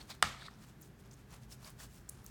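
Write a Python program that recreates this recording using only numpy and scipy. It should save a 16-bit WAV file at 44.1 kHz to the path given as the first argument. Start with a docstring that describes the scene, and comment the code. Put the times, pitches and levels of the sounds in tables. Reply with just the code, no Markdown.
"""A small room with a low hum, where a lump of soft putty is slapped onto a wooden table.
The impact gives a wet crack, the air trapped under the lump resonates with a hollow pop, and the
modes of the table top add a low thud. The putty is dragged off the wood and patted from hand to
hand: stick-slip friction makes it rustle, and tiny air pockets crackle as they burst.
Nearby surfaces reflect the slap, and a short reverberation follows slap and handling."""
import sys
import numpy as np
from scipy import signal
from scipy.fft import rfft, irfft
from scipy.io import wavfile

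SR = 44100
rng = np.random.default_rng(int(sys.argv[2]) if len(sys.argv) > 2 else 0)


def to_wav(sig):
    """Store sig (one row per channel, or 1-D mono) as 16-bit WAV at the path in sys.argv[1].

    Samples outside -1..1 are clipped; the rate is SR.
    """
    pcm = np.clip(np.atleast_2d(sig), -1, 1) * 32767
    pcm = np.round(pcm).astype(np.int16)
    wavfile.write(sys.argv[1], SR, pcm.T)  # frames by channels


N = 101429
T = np.arange(N) / SR
FREQS = np.maximum(np.fft.rfftfreq(N, 1 / SR), 1)
SLAP_S, TOP_HZ = .2254, 18000


def undb(db):
    """Decibels to amplitude ratio."""
    return 10 ** (np.asarray(db) / 20)


def unit(x):
    """Normalisation to rms 1."""
    return x / np.sqrt(np.mean(x ** 2) + 1e-30)


def lookup(points, hz):
    """Interpolation of (frequency_hz, value) points on a log-frequency axis."""
    f, v = np.array(points).T
    return np.interp(np.log(hz), np.log(f), v)


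def shape(x, gain):
    """Zero-phase filtering by a gain for each frequency."""
    return irfft(rfft(x) * gain, N)


def fade(t, t60):
    """Exponential decay from t = 0, by 60 dB in t60 seconds."""
    return (t >= 0) * np.exp(-np.log(1000) * np.maximum(t, 0) / t60)


def ring(start, hz, t60, attack_s):
    """Damped oscillation of one mode."""
    t = np.maximum(T - start, 0)
    return np.sin(2 * np.pi * hz * t) * fade(t, t60) * (1 - np.exp(-t / attack_s))


def convolve(x, response):
    """Convolution with an impulse response."""
    return signal.fftconvolve(x, response)[:N]


def butter(x, hz, kind, order=2):
    """Causal low- or high-pass filtering."""
    return signal.sosfilt(signal.butter(order, hz, kind, fs=SR, output="sos"), x)


def background():
    """Ambient noise: a broadband floor, and narrow bands whose random beating makes a wavering hum."""
    # floor spectrum: frequency_hz, relative_db
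    floor_colour = [(25, -7.5), (45, 2), (90, -1), (170, 0.5), (260, -7.5), (400, -11), (550, -17),
                    (850, -18), (1300, -21.5), (1650, -19.5), (2200, -25), (2800, -27.5), (3800, -30),
                    (6000, -33), (10000, -38), (13000, -35), (17500, -44)]
    # hum bands: centre_hz, level_db, width_hz
    hum_bands = [(53.5, -64.5, 12), (124.4, -62.5, 14.7), (214.7, -71.5, 12), (395.7, -77, 12)]
    floor = unit(shape(rng.standard_normal(N), undb(lookup(floor_colour, FREQS))))
    hum = 0
    for hz, db, width in hum_bands:
        peak = 1 / (1 + (2 * (FREQS - hz) / width) ** 2)
        hum += undb(db) * unit(shape(rng.standard_normal(N), peak))
    return undb(-58) * floor + hum


def room(gain, onset_s=.0032):
    """Diffuse reverberation: each band decays exponentially, the midrange most slowly."""
    # reverberation times: frequency_hz, t60_s
    decay_times = [(100, 0.245), (1200, 0.54), (4000, 0.43), (9000, 0.41), (17000, 0.38)]
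    centres = np.geomspace(60, 18000, 12)
    noise = shape(rng.standard_normal(N), gain)
    tail = 0
    for hz, share in zip(centres, np.eye(len(centres))):
        band = shape(noise, np.interp(np.log(FREQS), np.log(centres), share))
        tail += band * fade(T, lookup(decay_times, hz))
    build_up = 1 - np.exp(-(T / onset_s) ** 2)
    return tail * build_up * np.sqrt(28 / SR)


def slap_reverberation():
    """The slap radiates in all directions and excites the diffuse field with its spectrum."""
    # radiated spectrum: frequency_hz, relative_db
    colour = [(100, 8), (450, -9.5), (720, -3), (1000, -4), (1280, 5), (1500, -3.5), (2100, -2), (2500, -5),
              (3200, -3.5), (4200, -6.5), (6000, -10.5), (8300, -12.5), (10000, -21.5), (13000, -22.5),
              (18000, -40)]
    tail = undb(4.5) * room(undb(lookup(colour, FREQS)))
    return np.pad(tail, (int(SLAP_S * SR), 0))[:N]


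def echoes(sound):
    """Early reflection: nearby surfaces return delayed, duller copies."""
    # reflection paths: delay_s, gain_db
    paths = [(.0082, -20), (.0098, -18), (0.0153, -18)]
    reflected = sum(undb(db) * np.interp(T - delay, T, sound, left=0) for delay, db in paths)
    return butter(reflected, 4000, "low", order=1)


def blisters(per_s=300, centre_hz=7900, spread_octaves=.63, t60_cycles=13):
    """Tiny wet blisters open at random, each a damped oscillator of its own pitch and strength."""
    out, t = np.zeros(N + 256), T[:256]
    for place, pitch, size in rng.random((int(per_s * N / SR), 3)):
        hz = centre_hz * 2 ** (spread_octaves * (2 * pitch - 1))
        start = int(place * N)
        out[start:start + len(t)] += size ** 2 * np.sin(2 * np.pi * hz * t) * fade(t, t60_cycles / hz)
    return unit(out[:N])


def stroke(peak_s, rise_s, fall_s, db, colour, tilt_db=0, wet=0, slips_per_s=7000):
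    """Stick-slip friction: dense random impulses merge into a noise that swells and dies away."""
    slips = (rng.random(N) < slips_per_s / SR) * rng.choice([-1, 1], N)
    strength = undb(3.5 * np.minimum(rng.exponential(size=N), 4))
    spectrum = undb(lookup(colour, FREQS) + tilt_db * np.log2(FREQS))
    rustle = unit(shape(slips * strength, spectrum))
    width_s = np.where(T < peak_s, rise_s, fall_s)
    swell = np.exp(-(np.abs(T - peak_s) / width_s) ** 1.52 / 2)
    return undb(db) * swell * (rustle + wet)


def drags():
    """Dry friction: putty and fingers slide on the wood."""
    # slides: peak_s, rise_s, fall_s, level_db
    slides = [(0.011, 0.0066, 0.0046, -54.5), (0.11, 0.0094, 0.014, -51), (0.414, 0.021, 0.03, -55.5),
              (.461, 0.014, .011, -52)]
    # friction spectrum on wood: frequency_hz, relative_db
    colour = [(300, -29), (700, -2), (1600, -9), (2200, 0), (2900, -9), (3600, 0.5), (4250, 1.5),
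              (5200, -8.5), (7000, -15.5), (8300, -11.5), (11000, -24.5), (18000, -30)]
    return sum(stroke(*slide, colour) for slide in slides)


def rubs():
    """Moist friction: skin slides on the putty and opens blisters as it goes."""
    # slides: peak_s, rise_s, fall_s, level_db, tilt_db_per_octave
    slides = [(.008, 0.015, 0.029, -60, -1), (.109, 0.012, 0.0089, -50.5, -.5),
              (.149, 0.0081, 0.0074, -60.5, -1), (.525, .02, 0.018, -64, -4),
              (.637, 0.031, 0.014, -63, -0.5), (.685, 0.012, 0.023, -65.5, 0),
              (.852, 0.028, 0.024, -66.5, 2.5), (1.002, 0.0087, 0.009, -66.5, 3),
              (1.06, 0.021, 0.022, -67, -3.5), (1.121, .006, 0.016, -66, 2.5),
              (1.195, 0.021, 0.023, -68.5, -1), (1.339, 0.021, 0.02, -57, -1.3),
              (1.435, 0.015, 0.013, -65.5, 0), (1.525, 0.013, 0.014, -55, 1.8),
              (1.674, 0.033, 0.022, -55, -0.5), (1.809, 0.013, 0.025, -54, 0.3),
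              (1.834, 0.011, 0.015, -53.5, 1.8), (1.95, 0.026, 0.038, -62.5, 2.6),
              (2.128, 0.034, 0.029, -66.5, -1), (2.19, 0.019, .025, -67.5, -2.5),
              (2.283, 0.029, 0.023, -64, 1.5)]
    # friction spectrum of skin: frequency_hz, relative_db
    colour = [(250, -30), (600, 1), (1200, 4.5), (1900, -1.5), (2600, -1), (4200, -1.5), (6000, -1.5),
              (8200, -2), (11000, -7.5), (18000, -11)]
    wet = undb(-9) * blisters()
    return sum(stroke(*slide, colour, tilt_db, wet) for *slide, tilt_db in slides)


def pops(clicks_per_s=1800):
    """Cavity resonance: each air pocket opens in a short run of clicks that set it ringing."""
    # pockets bursting and sticky skin peeling: start_s, length_s, level_db, pitch_hz, t60_cycles
    bursts = [(0.013, 0.0053, -52.5, 4200, 14), (.103, .002, -46.5, 4460, 9), (0.106, 0.012, -53, 4340, 21),
              (0.42, .007, -53.5, 1630, 22), (.483, .001, -48.5, 1140, 11.4), (.484, .002, -55, 1800, 20),
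              (0.812, 0.0038, -58, 10900, 3), (.819, 0.0015, -50.5, 14300, 5.7),
              (0.821, .014, -63, 6840, 13), (1.111, 0.0051, -59.5, 5800, 7), (1.131, 0.012, -63, 6740, 10),
              (1.646, .002, -51.5, 4440, 17), (1.701, 0.0043, -56, 12000, 3),
              (1.521, .008, -56.5, 5200, 13), (1.8, .006, -56, 1890, 7.2), (2.0895, .0035, -47.5, 7000, 13),
              (2.0941, 0.0006, -37, 8740, 8), (2.096, 0.00095, -39.5, 9300, 3.4),
              (2.243, 0.0039, -56, 14800, 9.7), (2.247, .002, -64, 1270, 12), (2.263, .002, -50, 6500, 11),
              (2.2632, .002, -49.5, 11500, 4)]
    out = np.zeros(N)
    for start, length, db, hz, cycles in bursts:
        count = 1 + int(length * clicks_per_s)
        jitter, size = rng.random((count, 2)).T
        click_s = start + length * (np.arange(count) + jitter) / count
        clicks = np.bincount((click_s * SR).astype(int), .5 + size, N)[:N]
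        t60 = cycles / hz
        cavity = convolve(clicks, ring(0, hz, t60, attack_s=.5 / hz))
        pop = unit(butter(cavity, .61 * hz, "high", order=3))
        out += undb(db) * pop * np.sqrt((length + t60 / 2) * SR / N)  # rms over the pop's own duration
    return out


def table_top(attack_cycles=1.45):
    """Modal vibration: the soft impact sets the wooden top ringing with a gradual onset."""
    # wood modes: pitch_hz, level_db, t60_s
    modes = [(72.4, -36, 0.25), (132.3, -45.5, 0.38), (213, -52, 0.29), (345, -66, 0.058),
             (480, -37, 0.033), (676, -52, 0.29), (833, -46.5, 0.29), (1229, -36.5, 0.14),
             (1742, -43, 0.17), (2200, -49, 0.34), (2850, -50.5, 0.35)]
    return sum(undb(db) * ring(SLAP_S, hz, t60, attack_cycles / hz) for hz, db, t60 in modes)


def slap():
    """Impulse excitation: the putty lands with a wet crack, and the trapped air rings briefly."""
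    # resonances of the air under the lump, and in the last row the brief broadband ring of the crack: pitch_hz,
    # relative_db, t60_s, delay_s
    modes = [(720, -22.5, 0.0088, 0.0019), (1300, -8, 0.011, 0.001), (1795, -6, 0.0056, 0.00079),
             (2980, -14.5, 0.0073, 0), (3576, -15, 0.0071, 0.0018), (4510, -23, 0.0065, 0),
             (5220, -14.5, 0.0031, 0.0019), (6530, -17, 0.0044, 0), (8240, -16, 0.0052, 0),
             (7650, 1, 0.00049, .0001)]
    ringing = sum(undb(db) * ring(SLAP_S + delay, hz, t60, attack_s=.0001) for hz, db, t60, delay in modes)
    burst = rng.standard_normal(N) * fade(T - SLAP_S, t60=.015)
    crack = butter(burst, 7040, "low", order=1)
    impact = undb(-1) * ringing + undb(-24.5) * crack
    return butter(impact, 504, "high")  # so small a source radiates little bass


def scene():
    """Superposition of direct sound, early reflections, reverberation and ambient noise."""
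    hit = slap()
    handling = drags() + rubs() + pops()
    reverberation = slap_reverberation() + undb(-12.5) * convolve(handling, room(gain=.86))
    return (hit + table_top() + handling + echoes(hit) + reverberation + background())[None]


def record(dry):
    """Band limiting: the microphone drops the deepest bass and the highest treble."""
    treble_cut = signal.ellip(10, .2, 70, TOP_HZ, fs=SR, output="sos")
    return signal.sosfilt(treble_cut, butter(dry, 38.6, "high", order=4))


dry = scene()
out = record(dry)
to_wav(out)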